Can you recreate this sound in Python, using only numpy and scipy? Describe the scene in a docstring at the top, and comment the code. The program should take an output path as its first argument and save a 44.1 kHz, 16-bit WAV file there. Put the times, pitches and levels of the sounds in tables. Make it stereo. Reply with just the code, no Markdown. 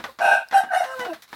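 """A beak knocks a plate on concrete in a walled yard, another hen clucks softly, then one hen calls:
a hoarse syllable, a clear one, a broken one sliding to a held lower note, a last cluck. Knocks are
filtered clicks over decaying plate modes, clear notes are stacks of sines, and the hoarse voice is
irregular pulses and breath through throat resonances. A grain ticks as a short ring; hiss and low
wind are shaped noise. The walls answer as decaying noise convolved with voice and knocks."""
import sys
import numpy as np
from scipy import signal
from scipy.fft import rfft, irfft, next_fast_len
from scipy.io import wavfile
from scipy.ndimage import uniform_filter1d, map_coordinates

SR = 44100
rng = np.random.default_rng(int(sys.argv[2]) if len(sys.argv) > 2 else 0)


def materialize(psi):
    """Save the field psi as 16-bit PCM at rate SR to the path in sys.argv[1].

    A 1-D psi becomes a single channel; in a 2-D psi each row is a channel.
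    """
    bounded = np.clip(np.atleast_2d(psi).T, -1, 1)
    quanta = np.round(bounded * 32767).astype(np.int16)
    wavfile.write(sys.argv[1], SR, quanta)


def magnitude_from_level(level_db):
    """Linear magnitude for a level in decibels (20 dB per decade)."""
    exponent = np.asarray(level_db, float) / 20
    return 10 ** exponent


N = 59535  # samples in the scene


def unit(x):
    """Normalisation: scales x to rms 1."""
    return x / np.sqrt(np.mean(x ** 2) + 1e-20)


def along(points, hz):
    """Logarithmic frequency: interpolates (frequency [Hz], value) points on a log axis."""
    f, v = np.transpose(points)
    return np.interp(np.log(hz + 1), np.log(f + 1), v)


def curves(rows):
    """Envelopes: one value per sample for each column after the time, and a gate for the span."""
    s, *cols = np.transpose(rows)
    t = np.arange(N) / SR
    gate = np.clip(np.minimum(t - s[0], s[-1] - t) / 0.0052, 0, 1)
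    return [np.interp(t, s, c) for c in cols] + [gate]


def wobble(rate):
    """Slow random modulation: a smooth curve through random knots, rate of them a second."""
    knots = rng.standard_normal(int(N * rate / SR) + 4)
    return map_coordinates(knots, [np.arange(N) * rate / SR])


def filtered(x, response):
    """Linear filtering: the spectrum of x times a complex response of frequency."""
    m = next_fast_len(N + 8192)
    return irfft(rfft(x, m) * response(np.fft.rfftfreq(m, 1 / SR)), m)[..., :N]


def causal(gain):
    """Minimum phase: folds the cepstrum so that the same gain acts only after its cause."""
    c = irfft(np.log(np.maximum(gain, 1e-6)))
    half = len(c) // 2
    return np.exp(rfft(np.concatenate([c[:1], 2 * c[1:half], np.zeros(half)])))


# decay of the yard's reverberation: (frequency [Hz], t60 [s])
YARD_DECAY = [(200, 0.27), (1000, 0.16), (4000, 0.13), (14000, 0.062)]


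def yard_tail():
    """Reverberation: stereo noise of unit energy in which each frequency dies at its own speed."""
    wall_delay_s = 0.008
    hz, t, z = signal.stft(rng.standard_normal((2, SR // 3)), SR, nperseg=256)
    decay = magnitude_from_level(-60 * t / along(YARD_DECAY, hz)[:, None])
    tail = signal.istft(z * decay, SR, nperseg=256)[1]
    return np.pad(tail / np.linalg.norm(tail[0]), ((0, 0), (round(wall_delay_s * SR), 0)))


# spectrum of the yard hiss: (frequency [Hz], relative density [dB per Hz])
HISS_SPECTRUM = [(35, -27.5), (60, -10), (803, -4.5), (1110, 2), (3120, -8.5), (3340, -7.5), (3850, -1),
                 (5720, -13.5), (7750, -15), (16000, -15.5)]
# level of the hiss: (time [s], level [dB])
HISS_LEVEL = [(0, -50.5), (.1, -48.5), (.17, -60.5), (.3, -55), (.49, -57), (.69, -55), (1.0, -43),
              (1.2, -56), (1.27, -59.5), (1.35, -43.5)]
# spectrum of low wind on the ports: (frequency [Hz], relative level [dB])
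WIND_SPECTRUM = [(20, -13), (50, 3.5), (90, -3), (160, -8), (300, -48)]
# level of the wind: (time [s], level before panning [dB])
WIND_LEVEL = [(0, -59), (.06, -57), (.15, -74), (.8, -82), (1.05, -79), (1.35, -76)]


def air():
    """Shaped noise: independent hiss at each port, and low wind partly shared by both."""
    wind_pan_db = -4.5  # added on the left, taken off on the right
    hiss = unit(filtered(rng.standard_normal((2, N)), lambda f: magnitude_from_level(along(HISS_SPECTRUM, f))))
    shared, own = rng.standard_normal(N), rng.standard_normal((2, N))
    wind = unit(filtered(shared + 1.8 * own, lambda f: magnitude_from_level(along(WIND_SPECTRUM, f))))
    hiss_gain = magnitude_from_level(curves(HISS_LEVEL)[0] + 1.5 * wobble(12))
    wind_gain = magnitude_from_level(curves(WIND_LEVEL)[0] + 2.1 * wobble(5.44))
    return hiss_gain * hiss + wind_gain * wind * magnitude_from_level([[wind_pan_db], [-wind_pan_db]])


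# single grains ticking on concrete: (time [s], level before panning [dB], ring frequency [Hz])
GRAIN_TICKS = [(0.4866, -39.5, 5000)]


def ticks():
    """Damped oscillation: a short high ring with a noisy crack, both decaying exponentially."""
    t60_s, crack_share = 0.011, 0.49
    pan_db = -7.5  # added on the left, taken off on the right
    out, t = np.zeros(N + SR), np.arange(2048) / SR
    for s, db, hz in GRAIN_TICKS:
        crack = np.diff(uniform_filter1d(rng.standard_normal(len(t) + 1), size=2))
        ring = np.sin(2 * np.pi * hz * t) + crack_share * crack
        out[round(s * SR):][:len(t)] += magnitude_from_level(db - 60 * t / t60_s) * ring
    return out[:N] * magnitude_from_level([[pan_db], [-pan_db]])


# pecks: (time [s], knock level before trim [dB], thump level before trim [dB],
# brightness [dB per octave], left over right [dB], rattle length [s])
PECKS = [(0.0, -29, -44.5, -1, -5, 0.025), (0.04, -17.5, -43.5, 1.5, -2.5, 0.03),
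         (0.188, -23, -46, 2.5, -0.5, 0.028), (0.253, -21, -44.5, -5, -1, 0.027),
         (0.511, -27, -51, 2.5, 11, 0.024), (0.524, -21.5, -47.5, 0, -9, 0.033),
         (0.636, -25.5, -42, -1, -1.5, 0.028), (0.744, -31.5, -67, 6.5, 0.0, 0.028),
         (0.84, -24.5, -53.5, 3, -3, 0.03), (0.993, -25, -40.5, 6, -2, 0.032),
         (1.049, -23, -49, 2, -1, 0.03), (1.133, -27.5, -47.5, 4.5, 0, 0.026),
         (1.222, -34, -74, 10, -1, 0.033), (1.278, -47, -77, 7, 0.0, 0.026),
         (1.289, -44.5, -65.5, 9, -2, 0.025), (1.329, -24.5, -45, 0.5, -4, 0.026)]
# spectrum of beak and grain: (frequency [Hz], relative density [dB per Hz])
KNOCK_SPECTRUM = [(240, -57.5), (400, -3.5), (765, 2), (1930, -1.5), (2840, -16), (3160, -10.5),
                  (3640, -13), (5690, -22), (8500, -36.5), (12300, -34), (16000, -50)]
# low modes of the plate: (frequency [Hz], relative level [dB], t60 [s])
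PLATE_MODES = [(242, 11, 0.028), (309.5, 2.5, 0.049), (181, -26, 0.13)]


def pecks():
    """Impact excitation: a click and thinning rattle of grain, damped plate modes, and an echo."""
    grains, first_click_db, thinning = 320, 6.5, 1.1
    knock_trim_db, thump_trim_db, echo_db = -2, 3.5, -5
    low_cut_hz, thump_rise_s = 293, 0.0036
    out, t = np.zeros((2, N + SR)), np.arange(4096) / SR
    hz = np.fft.rfftfreq(len(t), 1 / SR)
    low_cut = hz ** 2 / (hz ** 2 + low_cut_hz ** 2)
    for s, db, thump_db, tilt_db, pan_db, length in PECKS:
        when, size = rng.random(grains), rng.standard_normal(grains)
        at = (when * length * SR).astype(int)
        clicks = np.bincount(at, size * (1 - when) ** thinning, len(t))
        clicks[0] = magnitude_from_level(first_click_db)
        colour_db = along(KNOCK_SPECTRUM, hz) + tilt_db * np.log2(hz / 2000 + 0.22)
        knock = irfft(rfft(clicks) * causal(magnitude_from_level(colour_db) * low_cut))
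        knock = 9 * knock / np.linalg.norm(knock)
        modes = sum(magnitude_from_level(level - 60 * t / t60) * np.sin(2 * np.pi * f * t) for f, level, t60 in PLATE_MODES)
        thump = modes * (1 - np.exp(-t / thump_rise_s))
        hit = magnitude_from_level(db + knock_trim_db) * knock + magnitude_from_level(thump_db + thump_trim_db) * thump
        both = magnitude_from_level(echo_db) * signal.fftconvolve(hit[None], yard_tail(), axes=1)
        both[:, :len(t)] += hit * magnitude_from_level([[pan_db / 2], [-pan_db / 2]])
        out[:, round(s * SR):][:, :both.shape[1]] += both
    return out[:, :N]


# multiples of the pitch whose levels fill a note's columns, in order: {note: (multiple, ..)}
PARTIALS = {"high": (1, 2, 5, 4), "broken": (1, 2, 4), "held": (1, 2, 3, 6, 4), "cluck": (1, 2, 4),
            "far": (1, 2)}


def note(name, rows, overtones):
    """Additive synthesis: a clear note as a stack of partials; returns it with its phase."""
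    waver = 0.00338  # pitch unsteadiness, share
    hz, *level_db, gate = curves(rows)
    phase = 2 * np.pi * np.cumsum(hz * (1 + waver * wobble(120))) / SR
    levels = list(zip(PARTIALS[name], level_db))
    # overtones follow the last listed partial
    levels += [(k, level_db[-1] + db + 0.88 * wobble(62.5)) for k, db in overtones]
    return gate * np.sqrt(2) * sum(magnitude_from_level(db) * np.sin(k * phase + k * k) for k, db in levels), phase


def buzz(rows, phase):
    """Harmonic series: upper partials of like but unsteady level, with the span they fill."""
    smear = 0.06  # phase jitter [rad per multiple]
    gate = uniform_filter1d(curves(rows)[-1], 400)
    partials = sum(magnitude_from_level(5.4 * wobble(70.67)) * np.sin(k * phase + k * k + smear * k * wobble(300))
                   for k in range(5, 19))
    return gate * partials / 4.6, gate


# stretches where the voice flutters as a note gives way: (start [s], length [s], depth [0-1])
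FLUTTERS = [(.605, .042, .9), (.807, .056, .9)]


def flutter():
    """Amplitude modulation: a gain that beats quickly inside each fluttering stretch."""
    beat_hz = 71
    t, gain = np.arange(N) / SR, np.ones(N)
    for s, length, depth in FLUTTERS:
        inside = (t > s) & (t < s + length)
        gain = gain * (1 - inside * depth * np.sin(np.pi * beat_hz * (t - s)) ** 2)
    return gain


# another hen's soft cluck: (time [s], pitch [Hz], then level of each partial [dB])
NOTE_FAR = [(0.07, 596, -75, -58), (0.08, 600, -52, -39), (0.09, 532, -38.5, -45), (0.102, 522, -49, -42),
            (0.125, 550, -65, -63)]


def far_cluck():
    """Additive synthesis: another hen's soft cluck of two partials."""
    return note("far", NOTE_FAR, [])[0]


# clear syllable: (time [s], pitch [Hz], then level of each partial before flutter [dB])
NOTE_HIGH = [(0.528, 830.5, -68, -20, -47, -65), (0.544, 805, -16, -40, -41, -37),
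             (0.564, 773.5, -9.5, -20, -53.5, -29), (0.582, 789, -12.5, -15.5, -32.5, -27),
             (0.6, 757.5, -17.5, -71, -77.5, -82), (0.606, 753.5, -13.5, -35, -68, -62),
             (0.61, 807, -19.5, -38, -58, -50), (0.634, 770, -23.5, -43, -67.5, -68),
             (0.646, 733, -40, -56, -73, -72), (0.678, 773, -36.5, -71, -82, -75),
             (0.69, 754, -38, -50, -99, -81)]
# its overtones: (multiple of the pitch, level over the last partial [dB])
OVER_HIGH = [(3, -13), (10, -15.5)]


def clear_syllable():
    """Harmonic voice: the clear syllable, and its buzz."""
    tone, phase = note("high", NOTE_HIGH, OVER_HIGH)
    return tone, buzz(NOTE_HIGH, phase)


# broken syllable: (time [s], pitch [Hz], then level of each partial before flutter [dB])
NOTE_BROKEN = [(0.68, 796.0, -34, -79, -71), (0.692, 800, -60, -28.5, -54), (0.716, 740.6, -26, -30, -45),
               (0.754, 706.6, -35, -59, -49), (0.762, 728.6, -20, -50, -42), (0.766, 745, -19.5, -39, -35),
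               (0.776, 749.6, -12.5, -34, -32), (0.796, 722.4, -40, -35.5, -34),
               (0.802, 718, -26, -29, -42), (0.81, 698.4, -10.5, -38, -20), (0.818, 729, -15.5, -22, -56),
               (0.834, 742, -19, -59, -59), (0.84, 694, -19.5, -48, -53), (0.852, 774, -26, -64, -59),
               (0.875, 795, -62, -53, -54)]
# its overtones: (multiple of the pitch, level over the last partial [dB])
OVER_BROKEN = [(3, -0.5)]


def broken_syllable():
    """Frequency modulation: the broken syllable of jumping pitch, and its buzz."""
    tone, phase = note("broken", NOTE_BROKEN, OVER_BROKEN)
    return tone, buzz(NOTE_BROKEN, phase)


# held lower note: (time [s], pitch [Hz], then level of each partial [dB])
NOTE_HELD = [(0.85, 519.7, -42.5, -44, -52, -50, -60), (0.894, 526.2, -38, -38.5, -36.5, -74, -47),
             (0.936, 526, -39, -40, -39, -71, -70), (0.964, 514, -34.5, -44, -42, -46, -55),
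             (0.978, 515, -35, -45, -38, -66, -45), (0.99, 513.7, -40, -33, -38, -46, -65),
             (1.008, 496, -32.5, -34.5, -30, -21.5, -30.5), (1.038, 493.5, -33, -33.5, -42, -43, -29.5),
             (1.05, 484, -35, -41, -40, -57, -45), (1.058, 488, -34, -49, -43, -60, -56),
             (1.08, 463, -40, -74, -62, -59, -76)]
# its overtones: (multiple of the pitch, level over the last partial [dB])
OVER_HELD = [(1.7, -14)]
# partials midway between its harmonics: (multiple of the pitch, typical peak level [dB])
HALVES = [(2.5, -36.5), (3.5, -50), (5.5, -45)]


def held_note():
    """Subharmonics: the held note with a brief swell of half-way partials, and its buzz."""
    centre_s, half_width_s = 0.918, 0.034
    tone, phase = note("held", NOTE_HELD, OVER_HELD)
    swell = np.clip(1 - ((np.arange(N) / SR - centre_s) / half_width_s) ** 2, 0, 1)
    halves = swell * sum(magnitude_from_level(db + 5.8 * wobble(80.7)) * np.sin(k * phase) for k, db in HALVES)
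    return tone + halves, buzz(NOTE_HELD, phase)


# last cluck: (time [s], pitch [Hz], then level of each partial [dB])
NOTE_CLUCK = [(1.05, 364.5, -84, -57, -31), (1.066, 367, -34, -31, -54), (1.072, 362, -60, -35.5, -50.5),
              (1.092, 359, -34, -28, -57), (1.106, 330.5, -33, -41, -44), (1.124, 323.6, -35, -26.5, -75),
              (1.132, 316.6, -39, -30, -90), (1.144, 312.5, -46, -62, -56), (1.17, 340, -66, -42, -92)]
# its overtones: (multiple of the pitch, level over the last partial [dB])
OVER_CLUCK = [(3, 8), (5, -4), (6, -18), (8, 10.5)]


def last_cluck():
    """Additive synthesis: the low cluck that ends the call."""
    return note("cluck", NOTE_CLUCK, OVER_CLUCK)[0]


# spectrum of the hoarse treble: (frequency [Hz], relative density [dB per Hz])
TREBLE = [(2060, -13), (3500, -3), (3780, 5.5), (4490, -10.5), (5600, 2.5), (6610, -9.5), (8100, -1.5),
          (8860, -3.5), (9560, -2.5), (13300, -15.5), (16000, -36.5)]


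def treble(pulses, buzzes):
    """Modulated turbulence: hiss that swells with each pulse, mixed with the clear notes' buzz."""
    voiced = 0.6  # share that rings at the pitch of a clear note
    hiss = unit(rng.standard_normal(N) * (1.3 + unit(uniform_filter1d(pulses, 30))))
    span = np.clip(sum(gate for _, gate in buzzes), 0, 1)
    mix = hiss * (1 - voiced * span) + voiced * sum(wave for wave, _ in buzzes)
    return unit(filtered(mix, lambda f: magnitude_from_level(along(TREBLE, f))))


def resonances(f, rings):
    """Resonance: a flat response plus band-pass peaks."""
    return 1 + sum(magnitude_from_level(db) * 1j * f * w / (c * c - f * f + 1j * f * w) for c, w, db in rings)


# hoarse voice: (time [s], throat level before gain [dB], treble level [dB], beak opening [0-1])
HOARSE = [(0.197, -29.5, -50.5, 0.27), (0.235, -25.5, -42.5, 0.11), (0.335, -26, -42.5, 0.07),
          (0.419, -41.5, -62, 0.02), (0.445, -79, -90, 0.3), (0.477, -57.5, -63, 0.4), (0.487, -63, -66, 0),
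          (0.503, -87, -85, 0.3), (0.509, -66, -83, 1), (0.531, -32, -44, 0.43), (0.569, -34, -33.5, 0.67),
          (0.649, -51.5, -60, 1), (0.691, -54, -70, 0.55), (0.737, -25.5, -41, 1), (0.749, -29, -41, 0.98),
          (0.791, -43, -39, 0.7), (0.821, -36.5, -46, 1), (0.879, -49.5, -55.5, 1),
          (0.923, -46, -50.5, 0.85), (0.969, -64, -72, 0.4), (1.009, -46.5, -48.5, 0.2),
          (1.037, -46, -52.5, 0.6), (1.053, -43.5, -62, 0.5), (1.113, -59, -65, 0.6), (1.141, -55, -79, 1),
          (1.19, -91, -81.5, 0.43)]
# throat with the beak nearly shut: (frequency [Hz], relative density [dB per Hz])
THROAT_SHUT = [(88, -67), (150, -50), (233, -21.5), (362, -26.5), (510, -13.5), (640, -2.5), (782, 0.5),
               (851, -3.5), (927, -5), (1040, -18), (1420, -8), (1550, -3), (1890, -24.5), (2580, -7.5),
               (3110, -24.5), (3740, -18.5), (4500, -32.5), (5850, -62.5), (9900, -120)]
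# throat with the beak open: (frequency [Hz], relative density [dB per Hz])
THROAT_OPEN = [(88, -85.5), (150, -57.5), (297, -42.5), (482, -18), (572, -14), (640, 3.5), (941, -6.5),
               (1070, -11), (1250, -9.5), (1840, -8.5), (2480, -41), (2940, -6), (3290, -63), (3850, -24),
               (4500, -27), (5850, -78), (9900, -120)]
# narrow throat resonances: (frequency [Hz], width [Hz], level [dB])
RINGS = [(648, 35, 6), (712, 35, 5), (778, 30, 8), (900, 30, 6), (1500, 35, 5), (1582, 24, 10),
         (2525, 30, 5), (2780, 150, 4)]
# resonances added when the beak is open: (frequency [Hz], width [Hz], level [dB])
OPEN_RINGS = [(1296, 100, 6), (1830, 400, 4), (2130, 180, 16)]


def hoarse(buzzes):
    """Source-filter principle: irregular pulses and breath through the throat, plus treble."""
    pulse_hz, scatter = 729.6, 0.45  # mean rate; timing spread in pulse periods
    size_db, breath, gain_db = 8, 0.54, 8.5  # pulse size limit; breath over pulses; throat gain
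    throat_db, treble_db, opening, gate = curves(HOARSE)
    draws = rng.standard_normal((int(N / SR * pulse_hz), 2))
    at = (np.arange(len(draws)) + scatter * draws[:, 0]) / pulse_hz * SR
    pulses = np.bincount(np.clip(at, 0, N - 1).astype(int), magnitude_from_level(size_db * np.tanh(draws[:, 1])), N)
    source = unit(pulses - pulses.mean()) + breath * rng.standard_normal(N)
    voice = gate * magnitude_from_level(treble_db) * treble(pulses, buzzes)
    for colour, rings, share in [(THROAT_SHUT, RINGS, 1 - opening),
                                 (THROAT_OPEN, RINGS + OPEN_RINGS, opening)]:
        throat = lambda f: causal(magnitude_from_level(along(colour, f))) * resonances(f, rings)
        driven = source * share * gate * magnitude_from_level(throat_db + gain_db)
        voice = voice + filtered(driven, throat) / np.std(filtered(source, throat))
    return voice


# level of the voice off the walls: (frequency [Hz], level [dB])
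WALL_COLOUR = [(300, -14.5), (800, -11), (1600, -1), (4000, -1), (12000, 5.5)]


def call():
    """Direct and reflected sound: all the voices, delayed between the ports, and off the walls."""
    lag_s = 0.00017  # the call reaches the right port first
    clear_wall_db = -12  # clear notes sent to the walls, kept low so their partials stay steady
    high, high_buzz = clear_syllable()
    broken, broken_buzz = broken_syllable()
    held, held_buzz = held_note()
    clear = held + (high + broken) * flutter() + last_cluck() + far_cluck()
    rough = hoarse([high_buzz, broken_buzz, held_buzz])
    side = np.array([[-.5], [.5]])
    direct = filtered(clear + rough, lambda f: np.exp(2j * np.pi * f * lag_s * side))
    sent = magnitude_from_level(clear_wall_db) * clear + rough
    echo = signal.fftconvolve(sent[None], yard_tail(), axes=1)[:, :N]
    return direct + filtered(echo, lambda f: magnitude_from_level(along(WALL_COLOUR, f)))


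def scene():
    """Superposition: air, ticks, pecks and call add."""
    return air() + ticks() + pecks() + call()


# difference in colour of the two ports: (frequency [Hz], left over right [dB])
PORTS = [(60, 0), (180, -5), (550, -1), (1650, -1), (4970, -3), (15000, -6.5)]


def top_cut(x):
    """Nothing passes above the cut-off."""
    return signal.sosfilt(signal.butter(12, 16450, fs=SR, output="sos"), x)


def record(dry):
    """Frequency response: the two microphone ports differ in colour."""
    ports = filtered(dry, lambda f: magnitude_from_level(along(PORTS, f) * np.array([[.5], [-.5]])))
    return top_cut(ports)


dry = scene()
out = record(dry)
materialize(out)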